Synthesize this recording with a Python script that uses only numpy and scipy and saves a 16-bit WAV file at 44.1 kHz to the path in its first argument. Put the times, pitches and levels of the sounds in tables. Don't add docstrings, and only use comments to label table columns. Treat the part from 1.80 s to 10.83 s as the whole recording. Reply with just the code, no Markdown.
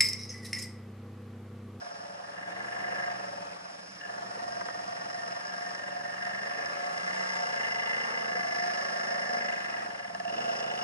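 import sys
import numpy as np
from scipy import signal
from scipy.fft import rfft, irfft, next_fast_len
from scipy.io import wavfile
from scipy.ndimage import uniform_filter1d

SR = 44100
rng = np.random.default_rng(int(sys.argv[2]) if len(sys.argv) > 2 else 0)


def master(y):
    cut = np.clip(np.atleast_2d(y).T, -1, 1)
    pcm = np.round(cut * 32767)
    wavfile.write(sys.argv[1], SR, pcm.astype(np.int16))


def to_linear_factor(level_db):
    exponent = np.asarray(level_db, float) / 20
    return 10 ** exponent


N = 398223
FFT_LEN = next_fast_len(N)
TIME, BINS = np.arange(N) / SR, np.fft.rfftfreq(FFT_LEN, 1 / SR)
USUAL_HZ = 24.4

# (time [s], engine cycles per second [Hz])
SPEED = [(0.0, 21.49), (0.65, 20.93), (0.79, 24.92), (1.05, 25.6), (1.32, 25.51), (1.55, 21.24),
         (1.95, 22.27), (2.45, 23.58), (2.9, 22.44), (3.35, 22.46), (3.8, 23.66), (4.25, 22.89),
         (4.6, 24.45), (4.93, 28.36), (5.1, 28.72), (5.42, 31.69), (5.95, 26.04), (6.3, 29.62),
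         (6.6, 25.84), (7.0, 26.72), (7.35, 27.39), (7.75, 25.03), (8.05, 24.74), (8.22, 19.49),
         (8.44, 19.69), (8.63, 27.51), (9.03, 26.42)]
# (place in cycle [0-1], strength [dB], front cylinder [1 or 0])
FIRINGS = [
    (.755, 0, 1),
    (.83, -9, 1),
    (.92, -12, 1),
    (.12, 0, 0),
    (.19, -9, 0),
    (.31, -13, 0),
]
# (frequency [Hz], width [Hz], left [dB], right [dB], right leads [rad])
PANELS = [(469, 180, -29, -29, -2.05), (571.2, 30.4, -11.5, -12, -1.33), (691.3, 22.3, -4.5, 0.5, -2.5),
          (710.2, 20.9, -1, 0, -2), (761.4, 66, -9.5, -10, -2.5), (901.4, 48.5, -12, -17.5, -2.5)]
# (frequency [Hz], width [Hz], left [dB], right [dB], right leads [rad])
BODY = [(1030, 70, -8, -11, 3.0), (1145, 80, -5, -7, 1.9), (1281, 65, -3, -6, 2.4), (1395, 80, -8, -6, 2.9),
        (1462, 55, 0, 0, 3.0), (1540, 60, -6, -7, -3.1)]
# (frequency [Hz], width [Hz], left [dB], right [dB], right leads [rad])
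FRAME = [(1616.5, 44, 1, -5.5, 4), (1728.4, 46, -5, -3, 0.48), (1826.4, 26, -8, -4, 0.2)]
# (frequency [Hz], width [Hz], left [dB], right [dB], right leads [rad])
COVERS = [(2570, 90, -5, -6, -3.0), (2700, 120, -4, -2, -2.4), (2830, 190, 0, -2, -1.8),
          (3445, 220, -10, -12, 2.9)]
# (frequency [Hz], width [Hz], left [dB], right [dB], right leads [rad])
PORT = [(4220, 240, -38, -53, -4), (5253, 640, 7, 10, -1.85)]
# (start [s], end [s], upper hum [dB], outlet hiss [dB])
SURFACING = [
    (2.4, 4.4, 0, 4),
    (6.15, 7.35, 3.5, -2),
    (7.45, 8.1, 4.5, 5),
    (8.47, 9.03, 5.5, 17),
]


def evened(x):
    return x / np.sqrt(np.mean(x ** 2) + 1e-20)


def column(table, index):
    rows = np.array(table)
    return np.interp(TIME, rows[:, 0], rows[:, index])


def read(points, hz):
    f, value = np.transpose(points)
    return np.interp(np.log(hz + 1), np.log(f + 1), value)


def wander(rate_hz):
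    t = TIME[::256]
    rates = np.geomspace(.2, rate_hz, 16)
    slow = sum(np.sin(2 * np.pi * (f * t + rng.random())) / np.sqrt(f) for f in rates)
    return np.interp(TIME, t, evened(slow))


def speed_hz():
    flywheel_s = .12
    return uniform_filter1d(column(SPEED, index=1), round(flywheel_s * SR))


def level_db(part):
    # (time [s], load [dB])
    load = [(0.0, -51.5), (0.53, -50), (1.18, -42.5), (1.61, -42.5), (2.13, -66.5), (2.39, -43.5),
            (4.15, -46), (5.71, -44), (6.36, -41.5), (6.79, -41.5), (7.22, -44), (7.57, -39.5), (7.82, -48),
            (7.9, -44), (8.22, -43.5), (8.65, -38), (8.98, -41), (9.03, -38.5)]
    # (time [s], strain [dB])
    strain = [(0.0, -55.5), (0.4, -58), (0.58, -47.5), (1.18, -42.5), (1.86, -61.5), (2.19, -53),
              (2.21, -48), (2.51, -54.5), (4.1, -46.5), (4.149, -49), (4.5, -44), (5.1, -49), (5.28, -46.5),
              (5.76, -44.5), (5.78, -43), (7.74, -45.5), (8.07, -49.5), (9.03, -51)]
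    # (time [s], churn [dB])
    churn = [(0.0, -59), (0.43, -63), (1.18, -54), (2.08, -59), (2.67, -52), (3.95, -50.5), (4.02, -56),
             (5.48, -45.5), (6.41, -51), (6.99, -45), (8.35, -56.5), (8.8, -49), (8.88, -54.5),
             (9.03, -49.5)]
    # (usual level [dB], shares of load, strain and churn [dB per dB], speed [dB per Hz])
    follows = dict(panels=(-38.5, 0.5, 0.0, 0.0, 0.0), body=(-44, 0.11, 0.2, 0.4, 0.03),
               frame=(-45, 0.0, 1, 0.0, 0.0), bracket=(-49.5, 0.42, 1.59, 0.17, 0.45),
               covers=(-56, -0.15, 1.03, 0, 0.34), port=(-51.5, 0.5, 0.0, 1, -0.5),
               exhaust=(-54.5, 0.67, 0.18, -0.16, .5), spray=(-54.5, 0.0, 0.0, 0, 0.5),
               bubbles=(-63.5, 1, 2, -1.5, 1.5), rack=(-67, 0.5, -0.5, -0.5, 1.5),
               outlet=(-78.5, -1, 1.5, 0.5, 1), swell=(0.0, 0.28, 0.013, 0, 0.27),
               fizz=(0.2, 0.046, 0.0, 0.34, 0.19))
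    usual_db, *shares, per_hz = follows[part]
    controls = [column(table, index=1) for table in (load, strain, churn)]
    pulled_db = sum(share * (c - c.mean()) for share, c in zip(shares, controls))
    return usual_db + pulled_db + per_hz * (column(SPEED, index=1) - USUAL_HZ)


def spells_db(table, index):
    rise_s = 0.02
    return sum(row[index] * np.clip((TIME - row[0]) / rise_s, 0, 1) * (TIME < row[1]) for row in table)


def sway_db(spells):
    ease_s = 0.076
    steps = sum(db * ((TIME > start) & (TIME < end)) for start, end, db in spells) + np.zeros(N)
    return uniform_filter1d(steps, round(ease_s * SR))


def ring(drive, mode):
    hz, width, left_db, right_db, lead = mode
    off = 2j * (BINS - hz) / width
    peak = 2 * BINS / (BINS + hz) / (1 + off / .75) / (1 + off / 2.5)
    return rfft(drive, FFT_LEN) * peak * [[to_linear_factor(left_db)], [to_linear_factor(right_db) * np.exp(1j * lead)]]


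def heard(spectra):
    return evened(irfft(spectra, FFT_LEN)[:, :N])


def engine():
    # (frequency [Hz], width [Hz], left [dB], right [dB], right leads [rad])
    bracket = [(2040, 70, 0, 0, -2.8), (2190, 80, -19, -12, 3.0)]
    # (frequency [Hz], width [Hz], left [dB], right [dB], right leads [rad])
    rack = [(1915, 60, 0, 0, -1.4)]
    # (frequency [Hz], width [Hz], left [dB], right [dB], right leads [rad])
    outlet = [(7100, 500, 0, 0, -.8)]
    # (lag [cycles], front cylinder [dB], rattle [s], steady buzz [gain],
    # clean strike [gain], drift [dB])
    manner = dict(panels=(.06, -5, .010, .45, 6.5, .4), body=(.03, -3, .006, .8, 1.2, 1.0),
              frame=(-.05, 1, .007, .45, 5.5, .4), bracket=(0, -4, .005, .5, 2.2, .6),
              covers=(.09, 3, .004, .65, 1.5, .8), port=(.03, -2, .006, .9, .4, 1.0),
              rack=(0, -2, .005, .5, 2.0, .6), outlet=(.03, -1, .005, .9, .4, .6))
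    # (start [s], end [s], level [dB])
    sway = dict(panels=[[], [(1.1, 1.7, 3), (2.3, 3.95, -4), (6.9, 7.3, 5), (4.6, 5.1, 7), (5.7, 5.85, 5.5),
            (6.2, 6.5, -4), (6.55, 6.9, -10), (7.3, 7.8, 7.5)], [(.5, 1.3, -2), (1.35, 2.2, -1.5),
            (2.3, 3.4, 1.5), (4.2, 4.8, -0.5), (5.15, 5.45, 5), (5.9, 6.48, -0.5), (6.5, 7.0, 3),
            (8.28, 8.47, 6.5), (8.47, 9.1, 3.5)], [(.5, 1.3, 0), (1.35, 2.2, -3.5), (2.9, 3.4, 2.5),
            (3.4, 4.4, 1), (5.72, 6.05, 0.5), (5.15, 5.45, -0.5), (5.5, 5.7, 4), (6.1, 6.48, -7.5),
            (6.5, 7.75, 2.5), (8.45, 9.1, 2)], [], [(0.85, 1.6, 1), (5.8, 6.1, 2.5), (5.3, 6.45, 6.5),
            (9.9, 5.1, 6)]], frame=[[(2.45, 2.65, -9), (2.65, 2.9, 4.5), (2.95, 3.6, -2), (3.62, 3.9, 3),
            (4.3, 5.0, -0.5), (5.3, 6.45, -0.5), (6.9, 7.5, -1.5)], [(2.2, 2.42, 3.5), (2.45, 3.6, -2.5),
            (5.4, 5.75, -3), (6.15, 6.45, -5), (6.47, 7.1, 1.5), (7.3, 8.0, 2)], [(2.45, 3.6, 7.5),
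            (3.8, 4.85, 4.5), (4.95, 5.25, -3), (5.5, 5.78, -7), (6.3, 6.75, -7), (6.8, 7.5, 3),
            (8.45, 9.1, -5)]])
    # (start [s], end [s], bracket [dB], covers [dB], rack [dB])
    chatter = [
        (.75, 1.32, -0.5, -2.5, 3),
        (2.5, 3.6, 2, 1.5, 12),
        (5.8, 6.25, 2, 3.5, 8),
        (6.5, 7.1, 1, -0.5, -13),
        (7.6, 8.07, 4.5, 2.5, 14.5),
        (8.1, 8.45, 10, 8, 4),
        (8.44, 9.036, 2.5, 12, 1),
    ]
    # (time [s], extra knock [dB])
    clutch = [(2.02, 0), (2.208, -6), (2.215, 1), (2.32, 0), (8.08, 0), (8.11, -3), (8.2, -1), (8.28, -2),
              (8.31, -7), (8.46, -7), (8.48, 0)]
    front_fires_s = 6.858
    turns = np.cumsum(speed_hz()) / SR
    turns = turns + (FIRINGS[0][0] - turns[round(front_fires_s * SR)]) % 1
    parts = dict(panels=PANELS, body=BODY, frame=FRAME, bracket=bracket, covers=COVERS, port=PORT,
                 rack=rack, outlet=outlet)
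    extra_db = dict(bracket=spells_db(chatter, index=2), covers=spells_db(chatter, index=3),
                    rack=spells_db(chatter, index=4), outlet=spells_db(SURFACING, index=3))
    bite_db = column(clutch, index=1)
    out = exhaust(turns)
    for name, modes in parts.items():
        gain = to_linear_factor(level_db(name) + extra_db.get(name, 0) + bite_db)
        mode_sway = sway.get(name, [[]] * len(modes))
        out = out + gain * knocked(modes, mode_sway, turns, *manner[name])
    return out


def knocked(modes, sway, turns, late, front_db, rattle_s, steady, clean, drift_db):
    clicks = blows(turns, late, front_db, spread_db=.9, jitter_s=.00012)
    rattle = evened(signal.lfilter([1], [1, -np.exp(-1 / (rattle_s * SR))], clicks))
    strike = clean * evened(clicks)
    buzz = steady * (speed_hz() / USUAL_HZ) ** 2
    spectra = 0
    for mode, spells in zip(modes, sway):
        drive = (buzz + rattle) * rng.standard_normal(N) + strike
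        spectra = spectra + ring(to_linear_factor(drift_db * wander(2.5) + sway_db(spells)) * drive, mode)
    return heard(spectra)


def blows(turns, late, front_db, spread_db, jitter_s):
    # (time [s], level [dB])
    front_lean = [(0, -4), (.7, -3.5), (.85, -7.5), (1.3, 1), (1.4, -4), (2.6, -5), (3.5, -2), (5.5, 0),
                  (5.8, 1), (7.5, 3), (8.0, 2), (8.15, -9), (8.2, -1), (8.46, -2), (8.52, 0)]
    clicks = np.zeros(N)
    strength = to_linear_factor(spread_db * rng.standard_normal(int(turns[-1]) + 2))
    for place, db, front in FIRINGS:
        at = np.flatnonzero(np.diff(np.floor(turns - place - late)))
        shift = np.round(jitter_s * SR * rng.standard_normal(len(at))).astype(int)
        lean_db = front * (front_db + column(front_lean, index=1)[at])
        clicks[np.clip(at + shift, 0, N - 1)] = to_linear_factor(db + lean_db) * strength[turns[at].astype(int)]
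    return clicks


def exhaust(turns):
    # (engine order, level [dB])
    tones = [(1, -17), (3, -18), (4, -21), (5, 1), (6, 0), (7, -7), (8, 0), (9, -3), (10, -7), (11, -5),
             (12, -6), (13, 0), (14, 5), (15, -14), (16, 0), (17, 4), (18, -3), (19, 3), (20, 3)]
    depth = {5: [(0, 0.63, -1), (1.4, 2.25, -3), (2.3, 8.7, -0.5), (8.05, 8.6, -6), (8.5, 9.1, 3.5)],
             6: [(0, 1.8, -8), (5.1, 5.65, 5), (6.0, 6.5, -8), (8.1, 7.2, -5)], 7: [(.75, 1.8, -8),
             (4.6, 5.1, 3.5), (8.1, 8.5, -8)], 8: [(0.75, 6.5, -2), (4.6, 3.6, 1), (8.1, 9.1, -2.5)],
             9: [(.75, 1.8, -10), (5.1, 5.6, -10), (6.9, 7.7, 5.5)], 10: [(4.6, 6.0, -6), (6.5, 8.1, 3)],
             11: [(2.25, 5.6, 8), (6.9, 7.7, -5), (8.5, 9.1, -11.5)], 13: [(2.7, 4.6, -8), (8.1, 8.5, -6)],
             14: [(0, .6, -9), (.75, 1.3, 4.5), (2.6, 3.1, 4), (4.6, 5.6, -1), (6.5, 7.3, 2.5),
             (7.4, 8.5, -4), (8.5, 9.1, -5)], 16: [(2.3, 4.2, 5.5), (4.6, 6.4, 3), (6.5, 9.1, -7.5)],
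             17: [(0, 4.6, -10), (4.6, 6.7, 2), (7.7, 8.5, -8)], 19: [(0, 4.7, -13), (4.6, 6.8, 1),
             (7.7, 8.5, -8)], 20: [(3.1, 4.6, -14), (7.7, 8.5, -13)]}
    # (frequency [Hz], width [Hz], left [dB], right [dB], right leads [rad])
    pipe = [(122, 100, -7, -6, .4), (188, 36, -1, 1, .1), (218, 55, -6, -3, .8), (290, 70, -11, -10, .2),
            (400, 220, -12, -11, -.2)]
    # (frequency [Hz], width [Hz], left [dB], right [dB], right leads [rad])
    swirl = [(91, 91, -12, -12, 0.38), (187, 36, -0.5, 5, 0.12), (287, 71, -5, -7.5, 0.22)]
    # (start [s], end [s], gurgle [dB])
    drained = [(4.6, 9.1, -1.5)]
    hum = 0
    for order, db in tones:
        waver = to_linear_factor(db + 2 * wander(3.0) + sway_db(depth.get(order, [])))
        hum = hum + waver * np.cos(2 * np.pi * order * (turns - .9))
    clear = hum * to_linear_factor(spells_db(SURFACING, index=2))
    piped = heard(sum(ring(clear if mode[0] > 200 else hum, mode) for mode in pipe))
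    noise = rng.standard_normal((len(swirl), N)) * to_linear_factor(1.7 * wander(9.3) + sway_db(drained))
    gurgle = heard(sum(ring(n, mode) for n, mode in zip(noise, swirl)))
    return to_linear_factor(level_db("exhaust")) * piped + to_linear_factor(-59) * gurgle


def impacts():
    # (time [s], peak [dB])
    cracks = [
        (1.275, -34),
        (2.809, -32),
        (2.814, -34),
        (2.885, -29.5),
        (3.993, -37.5),
        (4.081, -39.5),
        (4.469, -43),
        (4.509, -39),
        (7.805, -43),
    ]
    # (frequency [Hz], width [Hz], left [dB], right [dB], right leads [rad])
    plate = [(510, 120, -4, -6, -.5), (720, 80, -8, -4, -1.5), (970, 76, 3, -4, -1.2),
             (1266, 100, -0.5, 4, 1.87), (1596, 100, 4, 0, 1.4), (1870, 260, -10, -7, -.2)]
    # (time [s], panels [dB], frame [dB], covers [dB])
    slam_times = [(2.212, -46, -37, -45), (2.236, -59, -40, -53), (2.273, -59, -48, -48),
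                  (2.294, -45, -42, -52), (8.106, -38, -40, -52), (8.2, -42, -38, -51),
                  (8.25, -40, -37, -55), (8.299, -36.5, -44, -57), (8.348, -36, -35, -45),
                  (8.4, -34, -35.5, -47), (8.451, -32, -40, -41), (8.478, -52, -41, -44),
                  (8.498, -44, -51, -41)]
    # (frequency [Hz], width [Hz], left [dB], right [dB], right leads [rad])
    braced = [(698, 40, 1, 3, -2), (1730, 93, 2, -1, 0.1), (2800, 180, -2, -2, -2)]
    slams = sum(struck(slam_times, index=k + 1, modes=[mode]) for k, mode in enumerate(braced))
    return struck(cracks, index=1, modes=plate) + slams


def struck(table, index, modes):
    hits = np.zeros(N)
    for row in table:
        hits[round(row[0] * SR)] = to_linear_factor(row[index])
    response = sum(ring(np.ones(1), mode) for mode in modes)
    peak = abs(irfft(response.mean(0))).max()
    return irfft(response * rfft(hits, FFT_LEN), FFT_LEN)[:, :N] / peak


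def slaps():
    # (time [s], level [dB],
    # brightness [dB])
    slap_times = [(0.44, -42, -24), (0.476, -54, -24), (2.566, -46, -26), (3.67, -41.5, -10.5),
                  (3.95, -45, -8), (4.719, -35, -20), (4.859, -33.5, -13.5), (5.067, -40, -11),
                  (5.18, -45, -7), (4.452, -47, -6), (5.274, -37, -25), (5.37, -47, -17), (6.551, -37, -31),
                  (7.535, -35, -14), (8.349, -41, -11), (8.4, -44, -9), (8.452, -44, -10)]
    # (frequency [Hz], width [Hz], left [dB], right [dB], right leads [rad])
    sparkle = [(8000, 4000, -16, -15, 0)]
    s, db, bright_db = np.transpose(slap_times)
    at = np.round(s * SR).astype(int)
    thud = (PANELS + BODY + FRAME, db - 9, .002)  # modes, level dB, decay s
    splash = (COVERS + PORT + sparkle, db + bright_db - 3, .005)
    out = 0
    for modes, hit_db, decay_s in (thud, splash):
        hits = np.zeros(N)
        hits[at] = to_linear_factor(hit_db)
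        response = sum(ring(np.ones(1), mode) for mode in modes)
        scale = np.sqrt(np.mean(abs(response.mean(0)) ** 2))
        decay = signal.lfilter([1], [1, -np.exp(-1 / (decay_s * SR))], hits)
        push = decay * rng.standard_normal(N) + 32 * hits
        out = out + irfft(response * rfft(push, FFT_LEN), FFT_LEN)[:, :N] / scale
    return out


def droplets(per_s, size_db):
    clicks, at = np.zeros(N), np.flatnonzero(rng.random(N) < per_s / SR)
    size = to_linear_factor(size_db * np.minimum(rng.exponential(1, len(at)), 4))
    clicks[at] = size * rng.choice([-1., 1.], len(at))
    return clicks


def sheets():
    # (start [s], end [s], level [dB])
    passes = [
        (1.3, 1.75, -56),
        (4.7, 5.05, -53),
        (6.7, 7.0, -55),
        (7.58, 8.07, -47.5),
    ]
    # (frequency [Hz], width [Hz], left [dB], right [dB], right leads [rad])
    fender = [(1100, 500, -5, -7, 2.4), (2150, 250, 0, -3, 2.4), (2500, 300, 1, -3, -2.2)]
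    passing = sum(to_linear_factor(db) * (TIME > start) * (TIME < end) for start, end, db in passes)
    drops = droplets(per_s=1200, size_db=6.0) * to_linear_factor(2.0 * wander(17.0))
    return uniform_filter1d(passing, 900) * heard(sum(ring(drops, mode) for mode in fender))


def spray():
    drops = droplets(per_s=2500, size_db=2.0) * to_linear_factor(1.5 * wander(8.0))
    return to_linear_factor(level_db("spray")) * heard(sum(ring(drops, mode) for mode in PORT))


def bubbles():
    # (time [s], frequency [Hz], level [dB])
    gulps = [
        (2.57, 466, -39.5),
        (4.779, 432, -42),
        (4.82, 70.8, -57),
        (6.547, 480, -36),
        (8.55, 312, -43),
    ]
    t, out = np.arange(4000) / SR, np.zeros((2, N))
    for k, hz in enumerate(np.geomspace(450, 2400, 16)):
        tone = np.sin(2 * np.pi * hz * t * (1 + 6.0 * t)) * np.exp(-t * hz / 7.0)
        out[k % 2] += signal.oaconvolve(droplets(per_s=20.0, size_db=2.2), tone)[:N]
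    out = to_linear_factor(level_db("bubbles")) * evened(out - .3 * out[::-1])
    for s, hz, db in gulps:
        part = out[:, round(s * SR):][:, :len(t)]
        life = 8 / hz * 0.33
        swell = t / life * np.exp(-t / life)
        part += to_linear_factor([[db + 7.0], [db + 6.0]]) * np.sin(2 * np.pi * hz * t * (1 + 1.2 * t)) * swell
    return out


def wash():
    # (frequency [Hz], density [dB per Hz])
    colour = [(20, -40), (60, -17), (200, -52.5), (500, -8.5), (1500, -12.5), (2400, -18), (3900, -26),
              (6500, -29.5), (8700, -34.5), (10000, -33.5), (11000, -33)]
    # (frequency [Hz], correlation [-1 to 1])
    likeness = [(30, .9), (150, .92), (300, .7), (600, -.3), (3500, -.5), (7500, .3), (11000, .4)]
    frames, hz = N // 128 + 5, np.fft.rfftfreq(512, 1 / SR)
    a, b, c, d, patches = rng.standard_normal((frames, 257, 5)).T
    patches = evened(uniform_filter1d(uniform_filter1d(patches, 8, 0), 16, 1))
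    flicker = evened(uniform_filter1d(rng.standard_normal(frames), 6))
    at = np.minimum(np.arange(frames) * 128, N - 1)
    low_db, high_db = level_db("swell")[at], level_db("fizz")[at]
    treble = np.clip(np.log(hz[:, None] / 1500 + 1e-9) / 0.32, 0, 1)
    slow_db = (1 - treble) * low_db + treble * high_db
    same = np.clip(read(likeness, hz), -1, 1)[:, None]
    left = a + 1j * b
    z = np.array([left, same * left + np.sqrt(1 - same ** 2) * (c + 1j * d)])
    z *= to_linear_factor(read(colour, hz)[:, None] + slow_db + 1.17 * patches + 1.0 * flicker)
    return to_linear_factor(-44.0) * evened(signal.istft(z, nperseg=512, noverlap=384)[1][:, :N])


def scene():
    return engine() + impacts() + slaps() + sheets() + spray() + bubbles() + wash()


def roll_off(x):
    return signal.sosfilt(signal.butter(12, 12370, fs=SR, output="sos"), x)


def record(dry):
    edge = signal.firwin(1023, 11070, window=("kaiser", 9), fs=SR)
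    limited = signal.oaconvolve(dry, edge[None], "same")
    limited = signal.sosfilt(signal.butter(1, 45, "high", fs=SR, output="sos"), limited)
    return roll_off(limited)


dry = scene()
out = record(dry)
master(out)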